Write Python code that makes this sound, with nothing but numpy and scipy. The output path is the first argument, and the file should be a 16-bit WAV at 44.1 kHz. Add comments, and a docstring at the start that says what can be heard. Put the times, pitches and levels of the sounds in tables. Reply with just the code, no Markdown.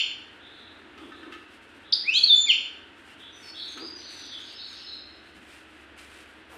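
"""Caged goldfinch in a bare room

Close to the microphone, a goldfinch sings a sharp phrase with both sides of its syrinx; the room rings.
Further off a second finch twitters softly, reaching the microphone mostly as echo.
The near bird taps its perch and shuffles, shaking the cage; soft rustles come and go over a faint hum."""
import sys
import numpy as np
from scipy import signal
from scipy.fft import rfft, irfft, next_fast_len
from scipy.io import wavfile
from scipy.ndimage import uniform_filter1d

SR = 44100
rng = np.random.default_rng(int(sys.argv[2]) if len(sys.argv) > 2 else 0)


def wrap_up_sound(samples):
    """Save the sound to the file named by the first command line argument, as 16-bit audio."""
    columns = np.atleast_2d(samples).T
    # keep every value between -1 and 1, then stretch to whole-number steps
    tamed = np.clip(columns, -1, 1)
    steps = np.round(tamed * 32767).astype(np.int16)
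    wavfile.write(sys.argv[1], SR, steps)


N = 289737
LEAD = SR  # samples of run-up, so the room is already ringing at time 0
TIME = np.arange(-LEAD, N) / SR
ROOM_T60_S = 0.61

# near finch, each side of the syrinx, one list per syllable: (time [s], pitch [Hz], level [dB])
LOW_SYLLABLES = [
    [(2.035, 1845, -52), (2.068, 2270, -38.5), (2.086, 2500, -20.5), (2.095, 2580, -17.5),
     (2.115, 2816, -35.5), (2.15, 3106, -26), (2.185, 3395, -19), (2.196, 3550, -52)],
    [(2.458, 2656, -53), (2.47, 2430, -34), (2.485, 2178, -31.5), (2.494, 2090, -32), (2.5, 2040, -65)],
]
HIGH_SYLLABLES = [
    [(1.923, 5580, -31), (1.9255, 5070, -20.5), (1.928, 3410, -16.5), (1.9315, 4440, -17.5),
     (1.9375, 4892, -14), (1.943, 5080, -25.5)],
    [(2.136, 3340, -41.5), (2.143, 3560, -27), (2.16, 4040, -20), (2.195, 4595, -28.5)],
    [(2.228, 4028, -33), (2.24, 4337, -9), (2.247, 4614, -21), (2.283, 3890, -26), (2.303, 3619, -15),
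     (2.325, 3513, -11.5), (2.345, 3484, -13), (2.37, 3509, -22), (2.45, 3537, -26.5), (2.465, 3530, -70)],
    [(2.468, 3557, -38), (2.487, 3393, -29.5), (2.497, 3210, -16), (2.506, 2955, -13), (2.516, 2635, -20),
     (2.528, 2290, -28)],
]
# each side's second harmonic against its fundamental, before colouring: (time [s], level [dB])
LOW_SECOND_HARMONIC = [(2.1, -26), (2.15, -21.5), (2.19, -35.5), (2.467, -7.5), (2.486, 5.5)]
HIGH_SECOND_HARMONIC = [(1.941, -37.5), (2.143, -8.5), (2.16, -33.5), (2.33, -54), (2.371, -10),
                        (2.45, -13.5), (2.496, -49), (2.52, -20.5)]
# tone colour of the near song's overtones and rasp, brightest near 6 kHz: (frequency [Hz], gain [dB])
OVERTONE_COLOUR = [(3500, -6.5), (5000, 4.5), (6000, 12.5), (7100, 2.5), (7800, -8.5), (9000, 1),
                   (10100, 4.5), (10850, 3.5), (11300, -3), (12600, -3), (14000, -14.5)]
# the phrase comes twice; the first ends just before the scene opens: (time shift [s])
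PHRASE_OFFSETS_S = [-2.545, 0]
# brightness of each phrase: (overtone gain [dB])
PHRASE_BRIGHTNESS_DB = [3.5, 1]
# reflections off the cage tray and near walls: (delay [s], gain [dB])
NEAR_ECHOES = [(.0058, -13), (.0145, -14.5), (.031, -14.5)]

# far finch's trilled chirps, thin whistles and wide buzzes:
# (start [s], length [s], pitch [Hz], level [dB], glide [share of pitch])
FAR_CHIRPS = [(.39, 0.1, 3620, -50.5, .03), (.502, 0.19, 3746, -51.5, -0.049),
              (.97, 0.094, 3310, -55.5, 0.032), (1.112, 0.075, 3720, -51.5, 0.068),
              (1.837, 0.063, 3590, -50, .08), (3.049, 0.089, 2930, -55, .06),
              (3.183, 0.085, 3485, -45.5, 0.058), (3.536, .062, 3588, -37.5, 0.129),
              (3.572, 0.0666, 3963, -34, 0.05), (4.304, 0.057, 3463, -36.5, -0.205),
              (4.479, 0.062, 2980, -48.5, 0.013), (4.57, 0.071, 4050, -36, 0.059)]
FAR_WHISTLES = [(3.32, 0.053, 5980, -51.5, 0.0056), (3.419, 0.071, 5300, -46.5, -0.079),
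                (3.421, 0.082, 4454, -45.5, -0.061), (3.673, 0.062, 6390, -50, -.03),
                (3.789, 0.089, 4835, -36.5, 0.083), (3.955, 0.051, 5980, -48, 0.024),
                (4.05, 0.22, 5990, -51, -0.058), (4.391, 0.065, 6490, -56, -0.086),
                (4.528, 0.084, 5175, -45.5, -0.0144)]
FAR_BUZZES = [(3.964, 0.16, 4160, -43.5, 0.0082), (4.125, 0.19, 4200, -43.5, -0.026),
              (4.436, 0.069, 4440, -44, 0.062)]

# claws and beak on the perch: (time [s], level [dB], relative click level [dB])
PERCH_TAPS = [(0.976, -46.5, 0.5), (1.119, -45, -6), (1.229, -45.5, -6), (1.321, -44.5, 3.5),
              (1.336, -44.5, -5), (3.773, -51, 13.5)]
# resonances of perch and wires: (frequency [Hz], level [dB], T60 [s])
WIRE_MODES = [(285, -12, .2), (329, -25, .2), (1284, 5.5, 0.056), (1434, -13, 0.072), (1543, 1, .06),
              (1750, 0.5, 0.063), (2010, -27, .05), (2670, 1, 0.066), (3100, -1, 0.037)]
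# the bird's shifts of weight, rustling strokes, thuds, a scuff: (peak time [s], rise [s], level [dB])
SHUFFLE_SWELLS = [(.85, 0.071, -54.5), (1.06, 0.12, -48), (1.27, 0.097, -48), (3.785, 0.023, -42)]
RUSTLE_SWELLS = [(1.04, 0.039, -56), (1.33, 0.06, -63), (1.53, 0.054, -62), (1.74, .05, -68),
                 (3.06, 0.069, -57.5), (3.44, 0.11, -55.5), (3.7, 0.077, -52.5), (4.21, 0.14, -50.5),
                 (4.43, 0.11, -56), (4.73, 0.079, -56.5), (5.54, 0.19, -55), (5.68, 0.17, -58.5),
                 (5.99, 0.018, -47), (6.18, 0.05, -57), (6.52, 0.02, -53)]
THUD_SWELLS = [(5.08, 0.031, -65), (5.29, 0.02, -54), (5.4, 0.043, -55)]
SCUFF_SWELLS = [(6.56, 0.046, -48.5)]
# spectra of the cage tray, small movements and room tone: (frequency [Hz], relative density [dB])
TRAY_SPECTRUM = [(150, -34.5), (220, -17.5), (280, -4.5), (335, -1.5), (420, -13), (600, -25.5),
                 (1300, -19), (2500, -74.5)]
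RUSTLE_SPECTRUM = [(300, -7.5), (700, -9), (1200, -3), (1800, 1), (2400, 4.5), (3200, -1), (6500, -12),
                   (8500, -8.5), (10000, -12.5), (11000, -18), (14000, -23)]
THUD_SPECTRUM = [(80, -30), (140, -7), (200, 3), (260, 0), (400, -43)]
SCUFF_SPECTRUM = [(250, -27), (450, 5), (700, 2), (1400, -2.5), (2500, -22)]
AIR_SPECTRUM = [(15, -47.5), (25, -21.5), (38, -20), (80, -4.5), (141, -16.5), (168, -20), (204, -8),
                (313, -0.5), (403, -7), (435, -7), (470, -10), (518, -9.5), (1080, -13), (1510, -5),
                (2600, -15), (3380, -43.5), (5720, -120)]
HISS_SPECTRUM = [(2000, -29), (2600, 8), (3200, 3.5), (4200, -6), (6000, -18.5), (9500, -24),
                 (11000, -28.5), (14000, -43)]
# tones of the room's hum: (frequency [Hz], early level [dB], late level [dB])
HUM_TONES = [(70.6, -77, -66), (88.6, -72, -77), (132, -76.5, -84), (315, -72.5, -65), (924, -70.5, -77)]


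def near_finch(coupling_db=2, beamed_db=-8, scatter_db=-13, room_db=-4, rasp_db=-43, clash_db=-9):
    """Close up, two voices in one throat: overlapping, they modulate into a sum tone and a rasp."""
    low, low_overtones = syrinx_side(LOW_SYLLABLES, LOW_SECOND_HARMONIC, third_db=-34)
    high, high_overtones = syrinx_side(HIGH_SYLLABLES, HIGH_SECOND_HARMONIC, third_db=-45)
    tone = low + high
    # the short windpipe and beak radiate only the upper mixing tone
    sum_tone = signal.sosfilt(signal.butter(4, 4500, "high", fs=SR, output="sos"), low * high)
    # turbulence at the labia spreads a faint rasp around the tones, most when both sides clash
    rasp = undb(rasp_db) * tone * noise([(300, -6), (2500, -3.5), (6000, -6.5), (9000, -13)])
    clash = sum_tone * noise([(100, -5), (700, 1.5), (2000, -8), (6000, -16.5), (9000, -43)])
    rasp += undb(clash_db) * clash
    overtones = low_overtones + high_overtones + undb(coupling_db) * sum_tone
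    bright = colour(overtones + rasp, OVERTONE_COLOUR)
    # the overtones are beamed past the microphone and arrive mostly by way of the room
    direct = phrases(tone, undb(beamed_db) * bright)
    radiated = phrases(tone, bright)
    echoes = sum(undb(db) * np.roll(direct, int(delay * SR)) for delay, db in NEAR_ECHOES)
    scatter = reverb(radiated, t60_s=0.22, build_s=0.004)  # bars and nearby furniture
    room = reverb(radiated, ROOM_T60_S, build_s=0.0044, treble_share=0.86)
    return direct + echoes + undb(scatter_db) * scatter + undb(room_db) * room


def syrinx_side(syllables, second_harmonic, third_db, jitter=0.0038, onset_s=0.0015):
    """One pair of labia vibrates in a gliding, nearly pure tone; returns fundamental and overtones."""
    tone, overtones = np.zeros((2, len(TIME)))
    waver = 1 + jitter * walk(500)
    for rows in syllables:
        start, end = rows[0][0], rows[-1][0]
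        on = (TIME >= start) & (TIME <= end)
        t = TIME[on]
        hz, db = curves(rows, t)
        second_db, = curves(second_harmonic, t)
        phase = 2 * np.pi * np.cumsum(hz * waver[on]) / SR
        # the oscillation needs a moment to start and stop
        gate = np.sin(np.pi / 2 * np.clip(np.minimum(t - start, end - t) / onset_s, 0, 1)) ** 2
        pressure = np.sqrt(2) * gate * uniform_filter1d(undb(db), size=64)
        harmonics = undb(second_db) * np.sin(2 * phase) + undb(third_db) * np.sin(3 * phase)
        tone[on] += pressure * np.sin(phase)
        overtones[on] += pressure * harmonics
    return tone, overtones


def phrases(tone, overtones):
    """The near bird sings its phrase twice, a little brighter the first time."""
    return sum(np.roll(tone + undb(db) * overtones, int(s * SR))
               for s, db in zip(PHRASE_OFFSETS_S, PHRASE_BRIGHTNESS_DB))


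def far_finch(direct_db=-8, room_db=-1, trill_hz=105.1, motif_from_s=4.35, motif_period_s=0.284):
    """Further off, short slurs with an uneven trill, washed out by the room; the last motif repeats."""
    song = np.zeros(len(TIME))
    trill_phase = 2 * np.pi * np.cumsum(trill_hz * (1 + 0.2 * walk(40))) / SR
    trill = np.sin(trill_phase) * (1 + 0.39 * walk(150))
    for notes, trill_depth in (FAR_CHIRPS, 0.077), (FAR_WHISTLES, 0.014), (FAR_BUZZES, 0.14):
        for first_s, length_s, pitch_hz, db, glide in notes:
            starts = [first_s, first_s + motif_period_s] if first_s > motif_from_s else [first_s]
            for s in starts:
                size, start = int(length_s * SR), LEAD + int(s * SR)
                bend = glide * np.linspace(-0.5, 0.5, size) + trill_depth * trill[start:start + size]
                phase = 2 * np.pi * np.cumsum(pitch_hz * (1 + bend)) / SR
                envelope = np.sqrt(2) * undb(db) * signal.windows.tukey(size, 0.5)
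                add(song, s, envelope * np.sin(phase))
    return undb(direct_db) * song + undb(room_db) * reverb(song, 0.94, build_s=0.0089, treble_share=0.83)


def perch(click_s=0.013, contact_s=0.002, room_db=-2):
    """In the near cage, taps ring the perch and wires; shifting feet set the plastic tray rumbling."""
    taps, t = np.zeros(len(TIME)), np.arange(SR // 4) / SR
    scratch = noise([(300, -32), (800, -11.5), (1500, -3), (3000, -0.5), (6000, -18), (13000, -33)])
    attack = 1 - np.exp(-t / contact_s)
    for s, db, click_db in PERCH_TAPS:
        strengths = 1 + 0.5 * rng.standard_normal(len(WIRE_MODES))
        ring = sum(strength * undb(mode_db) * np.sin(2 * np.pi * hz * t) * undb(-60 * t / t60)
                   for strength, (hz, mode_db, t60) in zip(strengths, WIRE_MODES))
        click = np.roll(scratch, -int(s * SR))[:len(t)] * np.exp(-t / click_s)
        add(taps, s, undb(db) * attack * (ring + undb(click_db) * click))
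    rumble = noise(TRAY_SPECTRUM) * swells(SHUFFLE_SWELLS, decay_s=0.16) * undb(2 * walk(35))
    return taps + undb(room_db) * reverb(taps, ROOM_T60_S, build_s=0.0031) + rumble


def rustle(grain_db=1.5, floor_db=-69, flutter_db=2.9):
    """Soft surfaces brush in strokes, never quite still: countless tiny slips of uneven size."""
    slips = rng.standard_normal(len(TIME)) * undb(grain_db * walk(900))
    strength = np.hypot(swells(RUSTLE_SWELLS, decay_s=0.15), undb(floor_db))
    return unit(colour(slips, RUSTLE_SPECTRUM)) * strength * undb(flutter_db * walk(30))


def bumps():
    """Three faint, dull thuds and a scuff in the background."""
    thuds = noise(THUD_SPECTRUM) * swells(THUD_SWELLS, decay_s=0.023)
    scuff = noise(SCUFF_SPECTRUM) * swells(SCUFF_SWELLS, decay_s=0.08)
    return thuds + scuff


def room_tone(air_db=-52.5, hiss_db=-59, shift_s=4.88, shift_width_s=0.37):
    """Still indoor air, a faint hiss and a wavering hum whose balance shifts late in the scene."""
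    air = noise(AIR_SPECTRUM) * undb(air_db + 0.5 * walk(2.1))
    late = (1 + np.tanh((TIME - shift_s) / shift_width_s)) / 2
    hum = 0
    for hz, early_db, late_db in HUM_TONES:
        db = early_db + late * (late_db - early_db) + 1.2 * walk(1.7)
        phase = 2 * np.pi * np.cumsum(hz + 0.8 * walk(3.4)) / SR
        hum += np.sqrt(2) * undb(db) * np.sin(phase)
    return air + undb(hiss_db) * noise(HISS_SPECTRUM) + hum


def reverb(x, t60_s, build_s, treble_share=0.75, split_hz=4800):
    """Diffuse room sound builds up as reflections multiply, then dies away, the treble first."""
    t, hiss = np.arange(SR) / SR, rng.standard_normal(SR)
    body = signal.sosfiltfilt(signal.butter(4, split_hz, fs=SR, output="sos"), hiss)
    fade = undb(-60 * t / t60_s)
    tail = (body * fade + (hiss - body) * fade ** (1 / treble_share)) * (1 - np.exp(-t / build_s))
    return signal.fftconvolve(x, unit(tail) / np.sqrt(SR))[:len(x)]


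def swells(rows, decay_s):
    """Envelope of soft movements: each swells to its peak, then dies away; their powers add."""
    power = 0
    for s, rise_s, db in rows:
        before, after = np.minimum(TIME - s, 0), np.maximum(TIME - s, 0)
        power += (undb(db) * np.exp(-(before / rise_s) ** 2 - after / decay_s)) ** 2
    return np.sqrt(power)


def undb(db):
    """Decibels to gain."""
    return 10 ** (np.asarray(db) / 20)


def unit(x):
    """Scale to rms 1."""
    return x / np.sqrt(np.mean(x ** 2))


def curves(rows, t):
    """Each column after the time column, joined by straight lines and read at times t."""
    s, *columns = np.transpose(rows)
    return [np.interp(t, s, column) for column in columns]


def walk(rate_hz):
    """Random wander with rms 1."""
    knots = np.arange(TIME[0], TIME[-1] + 1, 1 / rate_hz)
    return unit(np.interp(TIME, knots, rng.standard_normal(len(knots))))


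def colour(x, points):
    """Filter a sound by points of (frequency [Hz], gain [dB])."""
    hz, db = np.transpose(points)
    size = next_fast_len(len(x))
    bins_hz = np.maximum(np.arange(size // 2 + 1) * SR / size, 1)
    gain = undb(np.interp(np.log(bins_hz), np.log(hz), db))
    return irfft(rfft(x, size) * gain, size)[:len(x)]


def noise(points):
    """Coloured noise with rms 1."""
    return unit(colour(rng.standard_normal(len(TIME)), points))


def add(track, s, sound):
    """Mix a sound into a track at time s."""
    start = LEAD + int(s * SR)
    part = sound[:len(track) - start]
    track[start:start + len(part)] += part


def scene():
    """Both birds, the cage and the room at one microphone."""
    return (near_finch() + far_finch() + perch() + rustle() + room_tone() + bumps())[None, LEAD:]


def record(dry):
    """The phone by the cage cuts the treble above 13.9 kHz."""
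    return signal.sosfilt(signal.ellip(8, 0.2, 70, 13900, fs=SR, output="sos"), dry)


dry = scene()
out = record(dry)
wrap_up_sound(out)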